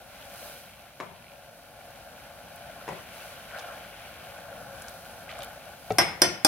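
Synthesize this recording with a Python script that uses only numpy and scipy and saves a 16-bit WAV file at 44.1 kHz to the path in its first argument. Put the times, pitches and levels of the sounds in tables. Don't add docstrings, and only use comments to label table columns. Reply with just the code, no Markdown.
import sys
import numpy as np
from scipy import signal
from scipy.fft import rfft, irfft, next_fast_len
from scipy.io import wavfile
from scipy.ndimage import map_coordinates

SR = 44100
rng = np.random.default_rng(int(sys.argv[2]) if len(sys.argv) > 2 else 0)


def to_wav(sig):
    pcm = np.clip(np.atleast_2d(sig), -1, 1) * 32767
    pcm = np.round(pcm).astype(np.int16)
    wavfile.write(sys.argv[1], SR, pcm.T)


def volts_from_decibels(level):
    exponent = np.asarray(level, float) / 20
    return 10 ** exponent


N = 285327

# time in seconds, large bubbles in dB, froth of small bubbles in dB.
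BOIL = [(0.0, -52.5, -60.5), (0.44, -50.5, -54), (0.75, -55.5, -59.5), (1.11, -55.5, -60.5),
        (1.63, -54.5, -62.5), (2.08, -50.5, -57.5), (2.5, -51, -58.5), (2.81, -49.5, -55.5),
        (3.04, -53, -54), (3.27, -51.5, -52.5), (3.69, -49.5, -55.5), (4.01, -51, -52.5),
        (4.41, -49.5, -56), (4.61, -46, -56.5), (5.07, -50.5, -58), (5.41, -46.5, -57.5),
        (5.64, -50.5, -58), (5.87, -51.5, -58.5)]
# middle in seconds, extra fizz in dB, length in seconds.
WASHES = [
    (0.463, 5, 0.25),
    (2.25, 0, 0.32),
    (3.23, 3, 0.2),
    (4.1, -0.5, 0.15),
    (4.97, 2.5, 0.18),
    (5.9, 2.5, 0.23),
]
# middle in seconds, extra low sound in dB, extra upper sound in dB, length in seconds.
STIRS = [
    (1.35, 4.5, 1.5, 0.025),
    (3.56, 4, 7, 0.041),
    (3.7, 4, 5.5, 0.078),
    (4.5, 1.5, 2, 0.16),
    (5.38, 1.5, -2, 0.057),
]
# frequency in Hz, level in dB per Hz.
DEEP = [(210, -38), (350, -24.5), (445, -22), (473, -7), (511, -8), (560, 0.5), (643, -4), (694, 1.5),
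        (770, -4), (835, -3.5), (985, -19.5), (1150, -15), (1430, -34.5), (2420, -120)]
UPPER = [(590, -32.5), (980, -22), (1070, -3.5), (1270, -10.5), (1410, 1.5), (1600, -2), (2000, -16.5),
         (2600, -56), (4400, -120)]
SMALL = [(1000, -8.5), (1700, -7), (2010, -4.5), (2320, 1), (2520, -1.5), (3080, -2), (3330, -5),
         (5500, -22.5), (7150, -54), (12100, -120)]
FIZZ = [(2350, -20), (4000, -0.5), (4550, -2), (5300, -4), (5750, -3), (7500, -9.5), (9700, -6),
        (10900, -3), (13500, -6.5), (15800, -6), (16200, -20)]
RUMBLE = [(12, -67), (28, -56), (46, 3.5), (70, 1.5), (188, 0.5), (259, -3), (330, -11.5), (375, -9.5),
          (420, -12.5), (550, -62), (920, -120)]
SPRAY = [(5000, -42), (9000, -5), (11000, -10), (13500, 1), (15800, -4), (16200, -26)]
# frequency in Hz, likeness from 0 to 1.
ALIKE = [(60, .86), (130, .93), (300, .85), (700, .88), (1400, .72), (3000, .5), (7000, .4), (15000, .2)]
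# frequency in Hz, difference in dB.
LEFT_DB = [(60, 4), (110, 1), (200, 2), (380, 4), (700, 1), (1290, 3), (2380, 2), (4400, -1.5),
           (8120, -1.0), (15000, -2.5)]
# frequency in Hz, phase in radians.
LEAD = [(30, 0), (1000, .12), (2300, .4), (3100, .7), (4650, 2.6), (7400, 4.7), (11000, 7), (16000, 10)]
# start in seconds, peak in dB, pitch in Hz.
LARGE_PLOPS = [(0.201, -40, 706), (0.425, -33, 570), (0.458, -36.5, 577), (2.607, -34, 677),
               (2.696, -31, 636), (2.762, -34, 720), (3.254, -35, 570), (3.581, -36, 660),
               (3.647, -35, 703), (3.718, -30, 687), (4.095, -36, 680), (4.272, -45, 730),
               (4.486, -33, 696), (4.516, -35, 560), (4.581, -41, 695), (4.614, -34, 600),
               (4.645, -44, 696), (4.728, -44, 590), (4.942, -36, 710), (5.063, -41, 710),
               (5.327, -32, 670), (5.389, -32.5, 683), (5.348, -37, 710), (5.43, -40, 656),
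               (5.459, -34, 700), (5.481, -37, 710), (5.575, -36, 650), (5.673, -45, 649)]
UPPER_PLOPS = [(0.8689, -48, 1500), (2.1779, -51, 1590), (2.811, -38, 1370), (2.87, -40, 1490),
               (3.2221, -39, 1540), (3.3977, -39, 1470), (3.5049, -39, 1500), (3.6865, -38, 1330),
               (3.8477, -40, 1450), (4.0183, -51, 1640), (4.361, -38, 1490), (4.6443, -43, 1490),
               (4.745, -50, 1380), (4.8075, -42, 1500), (4.8449, -37, 1560), (4.8803, -40, 1430),
               (5.0604, -38.5, 1460), (5.2799, -38, 1590), (5.435, -48, 1420), (5.7349, -39, 1530)]
# start in seconds, peak in dB, centre in Hz.
POPS = [(0.2249, -38, 3060), (0.408, -41, 2680), (3.089, -36, 2660), (3.144, -42, 2560),
        (3.2117, -43, 2510), (3.3429, -47, 3140), (3.4058, -38, 2600), (3.5729, -42, 3540),
        (3.5864, -35, 4080), (3.5974, -36, 3290), (3.6064, -41, 2680), (3.6794, -40, 3100),
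        (5.3264, -41, 3010), (5.3384, -40, 3120)]
CREAKS = [
    (1.164, -36, 2600),
    (1.2245, -36, 2480),
    (1.243, -35, 2300),
    (1.267, -37, 2600),
    (1.282, -35, 2600),
    (1.298, -38, 2500),
    (1.318, -34, 2500),
    (1.336, -39, 3000),
    (1.358, -37, 2400),
]
CATCHES = [(3.5094, -38, 1650), (3.5464, -35, 1450), (3.555, -35, 1450), (3.572, -36, 1450),
           (3.6894, -51, 1560), (3.71, -45, 1530), (5.2915, -28, 2160), (5.301, -36, 2600),
           (5.3135, -32, 3020), (5.325, -33, 1590), (5.353, -36, 2120), (5.389, -35, 1200),
           (5.406, -35, 3070), (5.421, -31, 3560), (5.4345, -33, 3150)]
SPITS = [(2.5594, -38, 11300), (3.5854, -38, 5690), (3.599, -38, 5460), (3.593, -34, 4860),
         (3.6144, -38, 6000), (4.8205, -31, 8600), (4.883, -29.5, 6030), (4.8944, -36, 11100),
         (5.3887, -35, 7220), (5.4314, -31, 10000), (5.437, -37, 11900), (5.4454, -33, 11300),
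         (5.9208, -32, 6000)]
# frequency in Hz, time to fade by 60 dB in seconds.
KITCHEN = [(150, 0.3), (700, 0.48), (2500, 0.53), (6000, 0.43), (14000, 0.2)]
# start in seconds, peak in dB, rattle's 60 dB fade in seconds, room in dB.
SET_DOWN = [
    (0.9992, -23.5, 0.049, -4),
    (1.006, -27.5, 0.028, -2),
]
SHIFT = [
    (2.8775, -23, 0.04, -1),
    (2.886, -25, 0.04, -2.5),
    (2.929, -32, 0.016, -4),
]
# frequency in Hz, level in dB per Hz.
SET_DOWN_BODY = [(47, -56), (80, -18), (127, -34), (162, -11), (270, -7.5), (345, 4), (450, -7),
                 (524, -6.5), (667, 3), (738, -5.5), (1000, -1), (1170, -7), (1550, -9), (1990, -16),
                 (2200, -5.5), (2530, -17), (10000, -36), (13000, -69), (22000, -120)]
SHIFT_BODY = [(47, -50), (80, -25), (162, 0), (280, -13.5), (378, 3.5), (428, -7.5), (568, 0), (700, -9),
              (885, -0.5), (1450, -11.5), (1760, -16.5), (1910, -8.5), (3500, -22), (7690, -30.5),
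              (10000, -32), (13000, -60), (22000, -120)]
# start in seconds, peak in dB.
DRUMS = [
    (1.0, -39),
    (1.095, -43),
    (2.88, -35.5),
    (2.95, -43),
    (3.034, -50),
    (5.905, -36),
    (5.985, -24),
    (6.218, -25),
    (6.449, -33),
]
# frequency in Hz, level in dB per Hz.
STOVE = [(38, -45), (70, -6), (140, -2), (190, 0.5), (250, -16), (560, -4), (1100, -11.5), (3000, -120)]
# start in seconds, length in seconds, level in dB, place of hardest push from 0 to 1.
SCRAPES = [
    (3.502, 0.21, -48, 0.4),
    (4.778, 0.17, -49, 0.66),
    (5.264, 0.12, -44, 0.4),
    (5.348, 0.14, -43, 0.63),
]
# frequency in Hz, level in dB per Hz.
DRAG = [(710, -36), (1200, 2.5), (1540, 0.5), (1920, -7), (2410, 2.5), (2650, -11), (3110, -2.5),
        (4530, -9.5), (15500, -42)]
# start in seconds, peak in dB.
BUMP = (5.9047, -16.5)
# frequency in Hz, level in dB, 60 dB fade in seconds.
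BLADE = [(177, -11.5, 0.1), (230, -12.5, 0.061), (440, -4.5, 0.15), (600, -5, .06), (660, 0.5, 0.042),
         (736, -1.5, 0.08), (1310, -17, 0.11), (1930, -19, 0.059), (2300, -17, 0.04), (2660, -19, 0.044),
         (3600, -28, .03)]
# frequency in Hz, level in dB per Hz.
PAD = [(35, -47), (80, -2), (304, -15), (742, -5), (998, -34), (1320, -17), (1430, -18), (2290, -15),
       (6500, -25), (8000, -40), (10400, -69), (17600, -120)]
# start in seconds, peak in dB, knock in dB, crack in dB, room in dB.
TAPS = [
    (5.9841, -3, -13, 1.5, -0.5),
    (6.2177, -1.5, -15, 0, -2),
    (6.4474, -1.5, -16.5, 2.5, 0),
]
# frequency in Hz, 60 dB fade in seconds, left ahead by radians.
STEEL_HZ = [300, 357, 610, 683, 1057, 1591, 2490, 3461, 4293, 4863, 4991, 5156, 5177, 5266, 5345, 5674,
            5853, 6130, 8346, 8638, 8817, 9090, 10270, 10940, 11420]
STEEL_T60 = [.12, .16, 0.11, 0.18, .1, .1, .11, .24, .3, 0.11, 0.25, .2, 0.26, .3, 0.12, 0.1, 0.18, .12,
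             .14, 0.25, .075, .18, .14, .15, .12]
STEEL_LEAD = [0, .1, 0, -.1, 0, .9, 2.8, -2.5, -.5, -.8, 0, -1.5, -.8, -.4, .8, -1, -.8, .6, -1, -.3, 1.5,
              -2.6, 1, 2, -1.3]
# level in dB at the first, second and third spot hit, left louder by dB.
STEEL = [(-42, -34, -27, 4), (-33, -31.5, -35, 2), (-40, -34, -26, 0), (-23, -29.5, -34, 1),
         (-33, -34, -38, -5), (-22.5, -25, -27, -1), (-40, -32, -31.5, -4), (-31.5, -31, -28, -8),
         (-51, -37, -37, 3), (-26, -25, -21, -3), (-40, -29.5, -34, 1), (-32, -23, -26, 3),
         (-23.5, -36, -32, -3), (-38, -34, -36, 2), (-21.5, -24, -27, -6), (-22.5, -25, -30, 1),
         (-34, -22.5, -26.5, -2), (-42, -42, -53, -12), (-37, -41, -35, 6), (-37.5, -37, -33, 8),
         (-36, -25.5, -25.5, 13), (-46, -45, -40, 12), (-46, -45, -45, -6), (-43, -48, -36, -4),
         (-31, -38, -47, 1)]
# frequency in Hz, level in dB per Hz.
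RIM = [(35, -58), (60, -26), (181, -10), (219, -2), (358, 6.5), (416, -18), (457, 3), (522, 5), (655, 3),
       (720, 8), (850, 6.5), (1050, 1.5), (1250, -1.5), (1480, 4), (1590, -5), (1750, 1.5), (2300, -2.5),
       (4600, -12.5), (5980, -53), (10100, -120)]
CRACK = [(2060, -34), (3500, -27), (4560, -12), (5170, -3.5), (5870, -15), (6490, -14), (7550, -20.5),
         (8960, -9), (9720, -11.5), (11500, -13.5), (13000, -19.5), (15800, -30)]

LARGE_DB, UPPER_DB, SMALL_DB, FIZZ_DB, BURNER_DB, SPRAY_DB = -50, -54.5, -54, -55, -56.5, -73
UPPER_VIGOUR, UPPER_FROTH, FIZZ_VIGOUR, FIZZ_FROTH, BURNER_VIGOUR = 0.79, 0.52, 0.39, 0.4, 0.86
FIZZ_GROWS, SPRAY_GROWS = 1, 3.8
LEFTWARD = np.array([[1], [-1]])


def unit(x):
    return x / np.sqrt(np.mean(x ** 2) + 1e-20)


def peak1(x):
    return x / np.abs(x).max()


def along(points, hz):
    f, value = np.transpose(points)
    return np.interp(np.log(hz + 1), np.log(f + 1), value)


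def controls():
    s, *columns = np.transpose(BOIL)
    curves = [np.interp(np.arange(N) / SR, s, c) for c in columns]
    return [c - c.mean() for c in curves]


def swells(rows):
    s, *columns, length = np.transpose(rows)[:, :, None]
    bell = np.exp(-((np.arange(N) / SR - s) / length) ** 2)
    return [(c * bell).sum(axis=0) for c in columns]


def wobble(rate):
    knots = rng.standard_normal(int(N * rate / SR) + 4)
    return map_coordinates(knots, [np.arange(N) * rate / SR])


def filtered(x, response):
    m = next_fast_len(x.shape[-1] + SR // 2)
    return irfft(rfft(x, m) * response(np.fft.rfftfreq(m, 1 / SR)), m)[..., :x.shape[-1]]


def delayed(x, seconds):
    return filtered(x, lambda hz: np.exp(-2j * np.pi * hz * seconds))


def causal(spectrum):
    level = volts_from_decibels(along(spectrum, np.fft.rfftfreq(8192, 1 / SR))) + 1e-4
    cepstrum = irfft(np.log(level))
    cepstrum[1:4096] *= 2
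    cepstrum[4097:] = 0
    return irfft(np.exp(rfft(cepstrum)))[:4096]


def ports(pair, spectrum):
    m = next_fast_len(N + 8192)
    hz = np.fft.rfftfreq(m, 1 / SR)
    turn = np.arccos(np.clip(along(ALIKE, hz), -1, 1)) / 2
    coloured = rfft(pair, m) * rfft(causal(spectrum), m)
    shared, apart = coloured * [np.cos(turn), np.sin(turn)]
    tilt = volts_from_decibels(along(LEFT_DB, hz) / 2) * np.exp(.5j * along(LEAD, hz))
    return unit(irfft([(shared + apart) * tilt, (shared - apart) / tilt], m)[:, :N])


def bursts(rate, spread_db, life_s, wash):
    chance, luck = rng.random((2, N))
    size = (chance < rate / SR) * volts_from_decibels(-spread_db * np.log(luck + 0.056))
    puff = signal.lfilter([1], [1, -np.exp(-1 / (life_s * SR))], size)
    return (unit(puff) + wash) * rng.standard_normal((2, N))


def add(out, s, x):
    at = round(s * SR)
    out[:, at:at + x.shape[1]] += x[:, :max(N - at, 0)]


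def noise(t, apart):
    return rng.standard_normal(len(t)) + apart * rng.standard_normal((2, len(t)))


def rattle(t, t60, apart):
    return volts_from_decibels(-60 * t / t60) * noise(t, apart)


def blow(t, t60, apart, loose_db):
    return (t == 0) + volts_from_decibels(loose_db) * rattle(t, t60, apart)


def struck(x, spectrum):
    return peak1(signal.fftconvolve(x, causal(spectrum)[None], axes=1)[:, :x.shape[1]])


def boil():
    vigour, froth = controls()
    wash_db = swells(WASHES)[0]
    low_db, high_db = swells(STIRS)
    surge = wobble(13)
    large = bursts(450, 1.8, 0.00079, 3.5)

    deep_db = LARGE_DB + vigour + low_db + 0.76 * surge + 0.17 * wobble(20)
    deep = volts_from_decibels(deep_db) * ports(large, DEEP)

    upper_db = UPPER_DB + UPPER_VIGOUR * vigour + UPPER_FROTH * froth + high_db
    upper = volts_from_decibels(upper_db + 0.87 * surge + 0.54 * wobble(18)) * ports(large, UPPER)

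    small_db = SMALL_DB + froth + .5 * surge + 0.77 * wobble(18)
    small = volts_from_decibels(small_db) * ports(bursts(800, 3.9, 0.00067, 2.4), SMALL)

    fizz_db = FIZZ_DB + FIZZ_VIGOUR * vigour + FIZZ_FROTH * froth + FIZZ_GROWS * wash_db
    fizz_db = fizz_db + 0.63 * surge + 0.24 * wobble(8.1)
    fizz = volts_from_decibels(fizz_db) * ports(bursts(1500, 2.0, 0.00043, 3.0), FIZZ)
    return deep + upper + small + fizz


def burner():
    level_db = BURNER_DB + BURNER_VIGOUR * controls()[0] + 0.45 * wobble(11)
    return volts_from_decibels(level_db) * ports(rng.standard_normal((2, N)), RUMBLE)


def spray():
    level_db = SPRAY_DB + SPRAY_GROWS * swells(WASHES)[0] + .5 * wobble(9)
    return volts_from_decibels(level_db) * ports(bursts(1500, 2.2, .0003, 2.8), SPRAY)


def plops(events, gain_db):
    cycles, rise_s = 10, 0.0016
    out, t = np.zeros((2, N)), np.arange(SR // 20) / SR
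    for s, db, hz in events:
        fade = (1 - np.exp(-t / rise_s)) * volts_from_decibels(-60 * t * hz / (3 * cycles))
        ring = fade * np.sin(2 * np.pi * (hz * t + rng.random()))
        add(out, s, volts_from_decibels(db + gain_db + 1.1 * LEFTWARD) * peak1(ring))
    return out


def ticks(events, sharpness, life_s, apart, snap):
    out, t = np.zeros((2, N)), np.arange(SR // 20) / SR
    fade = (1 - np.exp(-t / 0.00033)) * np.exp(-t / (0.38 * life_s))
    for s, db, centre in events:
        width = centre / sharpness

        def band(hz):
            return 1j * hz * width / (centre * centre - hz * hz + 1j * hz * width)

        grain = fade * noise(t, apart) - snap * (t == 0)
        add(out, s, volts_from_decibels(db) * peak1(filtered(grain, lambda hz: band(hz) ** 2)))
    return out


def kitchen(x):
    hz, t, z = signal.stft(rng.standard_normal((2, SR // 2)), SR, nperseg=256)
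    shared = .9 * np.exp(-hz / 1500)[:, None]
    z = shared * z[0] + np.sqrt(1 - shared ** 2) * z
    wall = 1 + 0.44 * np.exp(-((t - .018) / 0.024) ** 2)
    fade = volts_from_decibels(-60 * t / along(KITCHEN, hz)[:, None])
    tail = signal.istft(z * wall * fade, SR, nperseg=256)[1]
    tail = tail / np.linalg.norm(tail[0])
    late = np.pad(x, ((0, 0), (150, 0)))
    return signal.fftconvolve(late, tail, axes=1)[:, :x.shape[1]]


def thuds(events, body):
    contact_s = .0022
    out, t = np.zeros((2, N)), np.arange(SR // 2) / SR
    for s, db, t60, room_db in events:
        push = blow(t, t60, 0.11, loose_db=-17.5)
        dry = volts_from_decibels(db + 1.4 * LEFTWARD) * struck(push, body)
        add(out, s + contact_s, dry + volts_from_decibels(room_db) * kitchen(dry))
    return out


def stove():
    t60_s, rise_s = 0.53, 0.0073
    out, t = np.zeros((2, N)), np.arange(SR // 2) / SR
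    for s, db in DRUMS:
        push = rattle(t, t60_s, 0.63) * (1 - np.exp(-t / rise_s))
        add(out, s, volts_from_decibels(db + 1.6 * LEFTWARD) * struck(push, STOVE))
    return out


def scrape():
    push_db, touch_s = 11, 0.014
    t, gain = np.arange(N) / SR, np.zeros(N)
    for s, length, db, push in SCRAPES:
        level_db = db + np.interp(t - s, [0, push * length, length], [-push_db, 0, -push_db])
        gain += volts_from_decibels(level_db) * np.clip(np.minimum(t - s, s + length - t) / touch_s, 0, 1)
    return volts_from_decibels(-1.0) * gain * ports(bursts(400, 1.7, 0.00097, 1.0), DRAG)


def bump():
    press_s, press_t60_s = 0.019, .04
    handle_hz, handle_db, handle_t60_s = 113, -9, .15
    out, t = np.zeros((2, N)), np.arange(SR // 2) / SR
    hz, level_db, t60 = np.transpose(BLADE)[:, :, None]
    ring = (volts_from_decibels(level_db - 60 * t / t60) * np.sin(2 * np.pi * hz * t)).sum(axis=0)
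    choke = volts_from_decibels(-60 * np.maximum(t - press_s, 0) / press_t60_s)
    ring = ring * (1 - np.exp(-t / 0.0017)) * choke
    flex = volts_from_decibels(handle_db - 60 * t / handle_t60_s) * (1 - np.exp(-t / press_s))
    handle = flex * np.sin(2 * np.pi * handle_hz * t)
    pad = volts_from_decibels(-11.5) * struck(rattle(t, 0.062, 0.46), PAD)
    start, db = BUMP
    dry = -volts_from_decibels(db + 1.4 * LEFTWARD) * (peak1(ring) + handle + pad)
    add(out, start, dry + volts_from_decibels(-15.5) * kitchen(dry))
    return out


def taps():
    ring_db, ring_rise_s, touch_t60_s = 2.5, 0.00091, 0.046
    right_lag_s = 0.00015 * np.array([[0], [1]])
    knock_lag_s = 0.001033
    out, t = np.zeros((2, N)), np.arange(SR // 2) / SR
    hz, t60, ahead = np.array([STEEL_HZ, STEEL_T60, STEEL_LEAD])[:, :, None]
    *levels, left_db = np.transpose(STEEL)[:, :, None]
    sides_db = np.array([left_db, -left_db]) / 2
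    sides_phase = np.array([ahead, -ahead]) / 2
    fade = volts_from_decibels(-60 * t / t60) * (1 + 1.16 * volts_from_decibels(-60 * t / touch_t60_s)) * (1 - np.exp(-t / ring_rise_s))
    for (s, db, knock_db, crack_db, room_db), level_db in zip(TAPS, levels):
        phase = rng.uniform(-np.pi, np.pi, hz.shape) * np.minimum(hz / 4000, 1) + sides_phase
        tones = volts_from_decibels(ring_db + level_db + sides_db) * fade * np.sin(2 * np.pi * hz * t + phase)
        ring = tones.sum(axis=1)
        crack = volts_from_decibels(crack_db - 6) * struck(blow(t, 0.03, 1.6, loose_db=2), CRACK)
        knock = struck(blow(t, 0.026, 0.43, loose_db=-16.0), RIM)
        knock = volts_from_decibels(knock_db + 6.5 + 1.4 * LEFTWARD) * knock
        dry = ring + delayed(crack, right_lag_s) + delayed(knock, knock_lag_s)
        wet = volts_from_decibels(room_db) * kitchen(volts_from_decibels(-9.0) * ring + volts_from_decibels(-3.0) * crack + volts_from_decibels(3) * knock)
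        add(out, s, volts_from_decibels(db + 1.5) * (dry + wet))
    return out


def scene():
    glaze = boil() + burner() + spray()
    glaze += plops(LARGE_PLOPS, -6) + plops(UPPER_PLOPS, -2)
    glaze += ticks(POPS, 1.9, .003, .9, 5) + ticks(SPITS, 1.1, 0.006, 2.1, 3)
    pan = thuds(SET_DOWN, SET_DOWN_BODY) + thuds(SHIFT, SHIFT_BODY) + stove()
    pan += volts_from_decibels(-6) * ticks(CREAKS, 2.4, 0.0032, 1.3, 3.5)
    spatula = scrape() + ticks(CATCHES, 1.75, 0.0056, 0.74, 4.2) + bump() + taps()
    return glaze + pan + spatula


def top_cut(x):
    return signal.sosfilt(signal.butter(12, 15870, fs=SR, output="sos"), x)


def record(dry):
    low_cut_hz, top_hz = 34, 15900
    mix = filtered(dry, lambda hz: (hz < top_hz) * 1j * hz / (low_cut_hz + 1j * hz))
    return top_cut(np.clip(mix, -1, 1))


dry = scene()
out = record(dry)
to_wav(out)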